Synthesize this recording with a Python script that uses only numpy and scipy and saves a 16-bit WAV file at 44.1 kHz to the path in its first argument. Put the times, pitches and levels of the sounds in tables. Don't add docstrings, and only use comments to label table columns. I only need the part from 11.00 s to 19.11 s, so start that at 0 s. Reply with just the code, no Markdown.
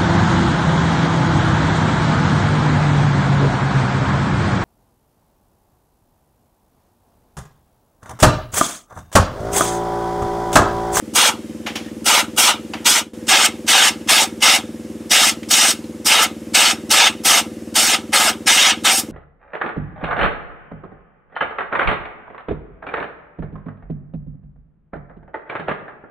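import sys
import numpy as np
from scipy import signal
from scipy.fft import rfft, irfft, next_fast_len
from scipy.io import wavfile
from scipy.ndimage import uniform_filter1d

SR = 44100
rng = np.random.default_rng(int(sys.argv[2]) if len(sys.argv) > 2 else 0)


def voltage_ratio(decibels):
    exponent = np.asarray(decibels, float) / 20
    return 10 ** exponent


def inscribe(sig):
    pcm = np.round(np.clip(np.atleast_2d(sig).T, -1, 1) * 32767)
    wavfile.write(sys.argv[1], SR, pcm.astype(np.int16))


N = 357689
T = np.arange(N) / SR
SIZE = next_fast_len(N)
HZ = np.maximum(np.arange(SIZE // 2 + 1) * SR / SIZE, 1)

# (valve opens [s], shuts [s], hose pressure [dB], its sag by the end [dB], aim into bowl [dB])
PULLS = [(0.149, 0.29, 2.5, 3, 4), (1.055, 1.203, 1.1, 1.5, 3.6), (1.374, 1.509, 4, 5, 3),
         (1.854, 1.994, 3.5, 3.5, 1.5), (2.28, 2.465, 0.2, 2, -1.3), (2.676, 2.885, -0.26, -0.9, -1.5),
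         (3.085, 3.235, 1.5, 1.6, -0.1), (3.418, 3.563, 0.2, -0.4, -1.1), (4.105, 4.297, 1.15, 0.6, -1.5),
         (4.503, 4.709, 1.35, 0.8, -2), (5.054, 5.245, 1.75, 4, -0.2), (5.542, 5.714, 1.65, 4, -1),
         (5.903, 6.079, 1.7, 4.3, -1.1), (6.246, 6.394, 1.9, 0.7, 0.5), (6.752, 6.947, 2.1, 3.3, -1.1),
         (7.128, 7.297, 0.45, 1.8, 2.5), (7.466, 7.715, 1, 3, -2.5), (7.843, 7.998, 0.3, 2, 0.9)]
# (start [dB], one third [dB], two thirds [dB], end [dB])
AIM = [(-3.5, 2, 3, 2), (-2.4, 2.5, 2.5, 1.5), (-1, -2, 1.2, 4.5), (3, -3.5, -1.2, 0.8), (-1.5, 5, 1, 1.5),
       (0.5, 3.7, 1.6, -0.2), (2.2, -0.5, -1.5, -3), (1.6, 2.3, -0.2, -2), (-3.5, 1.5, -2.5, -5),
       (-5.5, -3.5, -1.5, -7), (-8.0, 1.5, 3, 1.6), (1.5, 0.9, 1, -0.2), (-2.5, 1.3, 6, 2.4),
       (-3.5, -2.5, 0, -3.6), (-2.1, -4, -4, 1.5), (4.7, -0.7, -2.3, -0.5), (3.3, -1.5, 2.5, 2.2),
       (2, 3, -8, -11.1)]
LEAKS_S = [.013, .012, .012, .01, .013, .012, .012, .014, .01, .017, .009, .008, .01, .011, .011, .008,
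           .007, .008]
# (low edge [Hz], high edge [Hz])
BAND_EDGES = [
    (1500, 4000),
    (200, 1500),
    (4000, 9000),
    (9000, 20000),
]
# (usual level [dB], first rush of bare air [dB], share of the aim [1], share of the bowl [1])
BANDS = [(-15, -0.34, 0.86, -0.29), (-22, -2.3, 0.89, 1), (-17, 2.5, 0.07, -0.54), (-26, 5.5, -0.29, 0.23)]
# (hose empties [dB/s], near echoes [dB], they die [dB/s])
FADE = [(635, -9, 285), (537, -3.5, 265), (690, -12, 316), (750, -5.5, 390)]
LEAK_DB = [-25.5, -19, -20, -22]
# (time [s], extra level
# in the top band [dB], lasts [s])
SPITS = [
    (2.455, 7, 0.01),
    (5.235, 9.5, .012),
    (7.995, 3, .012),
    (7.725, -10, 0.027),
    (6.3, 1.5, .06),
]
SPIT_SHARE = [0, 0.039, 0.42, 1]
# (frequency [Hz], level per Hz [dB])
JET = [(180, -55), (300, -26), (770, -4), (1020, -4), (1070, -9), (1260, 0.5), (1820, -6.5), (2110, -4.5),
       (3140, -6), (4090, -4.5), (5150, 0), (7410, -3), (8190, -2), (9980, -12.5), (15600, -25)]
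# (frequency [Hz], side against mid [dB])
WIDTH = [(60, -34), (180, -5), (550, -33), (1650, -23), (4970, -16), (15000, -20)]
# (frequency [Hz], width [Hz], depth [dB])
DIPS_FIRST = [(1004, 610, 6.5), (1760, 470, 5.5), (2550, 240, 5), (4170, 710, 4), (4800, 170, 0),
              (6400, 250, -1.5), (7650, 140, 4), (9740, 240, 5.5)]
DIPS_SECOND = [(1080, 184, 4.8), (1455, 187, 6.4), (1872, 192, 5), (2395, 187, 4.8), (3380, 64, 6.7),
               (4115, 250, 5.9), (4710, 107, 9), (5570, 83, 2.8), (6196, 107, 7.8), (7010, 130, 4.4),
               (7680, 190, 7.2), (9450, 310, 5.8)]
# (delay [s], gain [1])
ECHOES_FIRST = [(.0021, 0.17), (.0047, -0.093), (.0083, 0.22), (.0139, 0.16)]
ECHOES_SECOND = [(.0024, 0.13), (.0053, 0.045), (.0091, 0.25), (.0127, 0.23)]
# (time [s], peak level [dB], rattle t60 [s], centre [Hz], ringing [Hz])
KNOCKS = [(.659, -11, .15, 2600, 1750), (.752, -14, .1, 3800, 5600), (.78, -30, .15, 900, 800),
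          (.845, -33, .03, 1900, 1850), (.86, -32, .03, 2500, 1850), (.882, -31, .03, 1900, 1850),
          (.493, -40, .04, 4000, 3100), (.521, -40, .04, 1800, 1700), (1.733, -14, .07, 1600, 4750),
          (1.77, -34, .12, 3000, 3050), (4.429, -25.5, .04, 3600, 2700), (4.84, -35, .03, 4500, 4200)]
# (frequency [Hz], level [dB], t60 [s])
STEEL = [(870, 4, 0.008), (1240, 6, 0.0019), (2450, 1, 0.0038), (3300, 11.5, 0.0019), (4820, 2, 0.0013),
         (5830, -11, 0.006), (7100, 2.5, 0.0027)]
# (frequency [Hz], level [dB], t60 [s])
PUMP = [(79, -67, 0.049), (120.5, -41, 0.84), (168.8, -38.5, 0.25), (226, -28.5, 0.12),
        (308.7, -24.5, 0.051), (343.5, -43, 0.06), (384, -39, 0.95), (434, -54, 0.34), (500.3, -42, 0.46),
        (560, -45.5, 0.17), (673, -81, .2)]
# (frequency [Hz], level per Hz [dB])
YARD = [(25, -27), (40, -27), (58, -38), (75, -28), (150, -11), (250, -12), (400, -8.5), (550, -16.5),
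        (750, -21), (1900, -23.5), (4000, -30.5), (7000, -29), (8500, -30), (11000, -34), (15700, -44.5)]
# (time [s], level [dB])
SCENE_FADE = [
    (1.9, 0.5),
    (2.02, -2.5),
    (2.07, -7.5),
    (2.1, -11),
    (2.134, -17),
    (2.1345, 0.5),
]

SCENE_CHANGE_S = 2.134
PUMP_HZ, STROKES_FROM_S = (19.107, 19.113), (.0243, 2.1208)
YARD_DB = -47.5
RUSH_S = 0.043
DUCK_DB, DUCK_GRAB_S, DUCK_LET_GO_S = 3, 0.09, 0.004
RISE_SHARE, KNOCK_TOP_HZ = 0.056, 9000


def blaster(grit, patchy_db):
    sizes = voltage_ratio(3.0 * np.minimum(rng.exponential(1, N), 4)) * rng.choice([-1, 1], N)
    strikes = rng.random(N) < 5000 / SR
    mid = rng.standard_normal(N) + grit * rms_one(sizes * strikes)
    side = rng.standard_normal(N)
    jet_db, width_db = at_hz(JET, HZ), at_hz(WIDTH, HZ)
    first = colour(mid, side, jet_db + surroundings(DIPS_FIRST, ECHOES_FIRST), width_db)
    second = colour(mid, side, jet_db + surroundings(DIPS_SECOND, ECHOES_SECOND), width_db)
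    jet = patches(np.where(T < SCENE_CHANGE_S, first, second), patchy_db)
    spectrum = rfft(jet, SIZE)
    out = 0
    for band, (low, high) in enumerate(BAND_EDGES):
        hiss = irfft(spectrum * (above(low) - above(high)), SIZE)[:, :N]
        out = out + rms_one(hiss) * valve(band, rise_s=0.014)
    return out * voltage_ratio(pulled_down() + 0.65 * drift(46))


def valve(band, rise_s):
    power = np.zeros(N)
    empty, echo_db, dies = FADE[band]
    for pull, (opens, shuts, *_) in enumerate(PULLS):
        leak = opens - LEAKS_S[pull]
        span = slice(int(leak * SR), int((shuts + .5) * SR))
        t = T[span]
        level_db = flow_db(band, pull, t)
        leaking = voltage_ratio(2 * LEAK_DB[band]) * np.clip((t - leak) / 0.0044, 0, 1)
        opening = np.clip((t - opens + 0.0026) / rise_s, 0, 1) ** 2.4 + leaking
        since = np.maximum(t - shuts, 0)
        closing = voltage_ratio(-2 * empty * since) + voltage_ratio(2 * (echo_db - dies * since))
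        closing += voltage_ratio(2 * (-29.0 - 2.0 * band - 86 * since))
        power[span] += voltage_ratio(2 * level_db) * opening * closing
    return np.sqrt(power)


def flow_db(band, pull, t):
    opens, shuts, pressure_db, sag_db, bowl_db = PULLS[pull]
    usual_db, rush_db, by_aim, by_bowl = BANDS[band]
    done = np.clip((t - opens) / (shuts - opens), 0, 1)
    aim_db = np.interp(done, np.linspace(0, 1, len(AIM[pull])), AIM[pull])
    rush = rush_db * np.exp(-np.maximum(t - opens, 0) / RUSH_S)
    spit_db = sum(db * np.exp(-((t - s) / lasts) ** 2) for s, db, lasts in SPITS)
    rush += SPIT_SHARE[band] * spit_db
    return usual_db + pressure_db - sag_db * done + rush + by_aim * aim_db + by_bowl * bowl_db


def patches(x, patchy_db):
    frames = signal.stft(x, nperseg=512)[2]
    field = rng.standard_normal(frames.shape[1:])
    field = uniform_filter1d(field, size=3, axis=0)
    field = uniform_filter1d(field, size=5, axis=1)
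    return signal.istft(frames * voltage_ratio(patchy_db * rms_one(field)), nperseg=512)[1][:, :N]


def surroundings(dips, echoes):
    ripple = 1 + sum(gain * np.exp(-2j * np.pi * HZ * delay) for delay, gain in echoes)
    dip_db = sum(depth_db * np.exp(-((HZ - hz) / width) ** 2) for hz, width, depth_db in dips)
    return 20 * np.log10(np.abs(ripple) + 1e-3) - dip_db


def knocks():
    out, t = np.zeros(N), T[:SR // 4]
    for s, peak_db, t60, centre_hz, ring_hz in KNOCKS:
        rise = RISE_SHARE * t60
        decay = voltage_ratio(-60 * np.maximum(t - rise, 0) / t60)
        echo = voltage_ratio(-10.5 - 130 * t)
        shape = np.clip(t / rise, 0, 1) ** 2 * (decay + echo)
        grains = 1 + 0.73 * (rng.random(len(t)) < .02)
        rattle = shape * rng.standard_normal(len(t)) * grains
        rung = sum(voltage_ratio(db) * ring(rattle, hz, d) for hz, db, d in STEEL)
        hit = rms_one(rung) + 1.2 * rms_one(rattle)
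        edges = [centre_hz / 2.03, centre_hz * 1.9]
        hit = signal.sosfilt(signal.butter(1, edges, "band", fs=SR, output="sos"), hit)
        hit = signal.sosfilt(signal.butter(1, KNOCK_TOP_HZ, fs=SR, output="sos"), hit)
        ring_share = .2 if peak_db > -29 else .8
        hit = rms_one(hit) + ring_share * rms_one(ring(rattle * (t < .02), ring_hz, .07))
        out[int(s * SR):][:len(t)] += voltage_ratio(peak_db) * hit / np.abs(hit).max()
    return out


def compressor(jitter_s, puff, valve_s, valve_gain):
    first, second = (start + np.arange(-1, 160) / hz for start, hz in zip(STROKES_FROM_S, PUMP_HZ))
    first, second = first[1:], second[1:]
    at = np.concatenate([first[first < 2.1], second[second < N / SR - .001]])
    chance = rng.standard_normal((len(at), 2))
    clicks = np.zeros(N)
    where = ((at + jitter_s * chance[:, 0]) * SR).astype(int).clip(0, N - 1)
    clicks[where] = -voltage_ratio(0.7 * chance[:, 1])
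    drive = clicks + valve_gain * np.roll(clicks, int(valve_s * SR))
    drive = drive + puff * rng.standard_normal(N) / np.sqrt(SR / PUMP_HZ[0])
    thud = sum(voltage_ratio(db) * ring(drive, hz, t60) for hz, db, t60 in PUMP)
    thud += voltage_ratio(-32) * ring(np.roll(clicks, int(0.044 * SR)), 340, 0.029)
    thud = signal.sosfilt(signal.butter(8, 73, "high", fs=SR, output="sos"), thud)
    return signal.sosfilt(signal.butter(3, 560, fs=SR, output="sos"), thud)


def yard():
    shape_db = at_hz(YARD, HZ) + .5 * surroundings(DIPS_SECOND, []) * (HZ > 800)
    scale = np.sqrt(np.mean(voltage_ratio(2 * shape_db) * (HZ > 800)))
    wash = colour(*rng.standard_normal((2, N)), shape_db, -15 + 1.0 * above(730))
    return voltage_ratio(YARD_DB + 0.21 * drift(4.4)) * patches(wash, 1.0) / scale


def pulled_down():
    out = np.zeros(N)
    for pull, (opens, shuts, *_) in enumerate(PULLS):
        span = slice(int(opens * SR), int((shuts + .2) * SR))
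        t = T[span]
        hold = np.clip((t - opens) / DUCK_GRAB_S, 0, 1) * np.exp(-np.maximum(t - shuts, 0) / DUCK_LET_GO_S)
        out[span] += hold * np.maximum(DUCK_DB + flow_db(0, pull, t) - BANDS[0][0], 0)
    return out


def ring(x, hz, t60):
    r, w = voltage_ratio(-60 / (t60 * SR)), 2 * np.pi * hz / SR
    return signal.lfilter([0, np.sin(w)], [1, -2 * r * np.cos(w), r * r], x + 1e-18)


def colour(mid, side, gain_db, side_db):
    m = irfft(rfft(mid, SIZE) * voltage_ratio(gain_db), SIZE)[:N]
    s = irfft(rfft(side, SIZE) * voltage_ratio(gain_db + side_db), SIZE)[:N]
    return np.array([m + s, m - s])


def drift(rate):
    r = np.exp(-80 * np.pi * rate / SR)
    slow = signal.lfilter([1], [1, -2 * r, r * r], rng.standard_normal(N // 40 + 1002))[1000:]
    return np.interp(np.arange(N) / 40, np.arange(len(slow)), rms_one(slow))


def above(hz):
    return np.clip(.5 + 2 * np.log2(HZ / hz), 0, 1)


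def at_hz(points, hz):
    table_hz, table_db = np.array(points)[:, 0], np.array(points)[:, 1]
    return np.interp(np.log(hz), np.log(table_hz), table_db)


def rms_one(x):
    return x / np.sqrt(np.mean(x ** 2) + 1e-20)


def scene():
    balance = voltage_ratio([[.15], [-.15]])
    pump = compressor(jitter_s=.0001, puff=.05, valve_s=.0037, valve_gain=1.0) * balance
    return blaster(grit=0.48, patchy_db=2.5) + knocks() + pump + yard()


def band_limit(x):
    return signal.sosfilt(signal.butter(12, 16650, fs=SR, output="sos"), x)


def record(dry):
    x = dry * voltage_ratio(np.interp(T, *np.transpose(SCENE_FADE)) - pulled_down())
    x = 1.073 * np.tanh(x / 1.156)
    x = signal.sosfilt(signal.ellip(10, .3, 70, 15720, fs=SR, output="sos"), x)
    x = signal.sosfilt(signal.butter(1, 45, "high", fs=SR, output="sos"), x)
    return band_limit(np.clip(x, -1, 1))


dry = scene()
out = record(dry)
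inscribe(out)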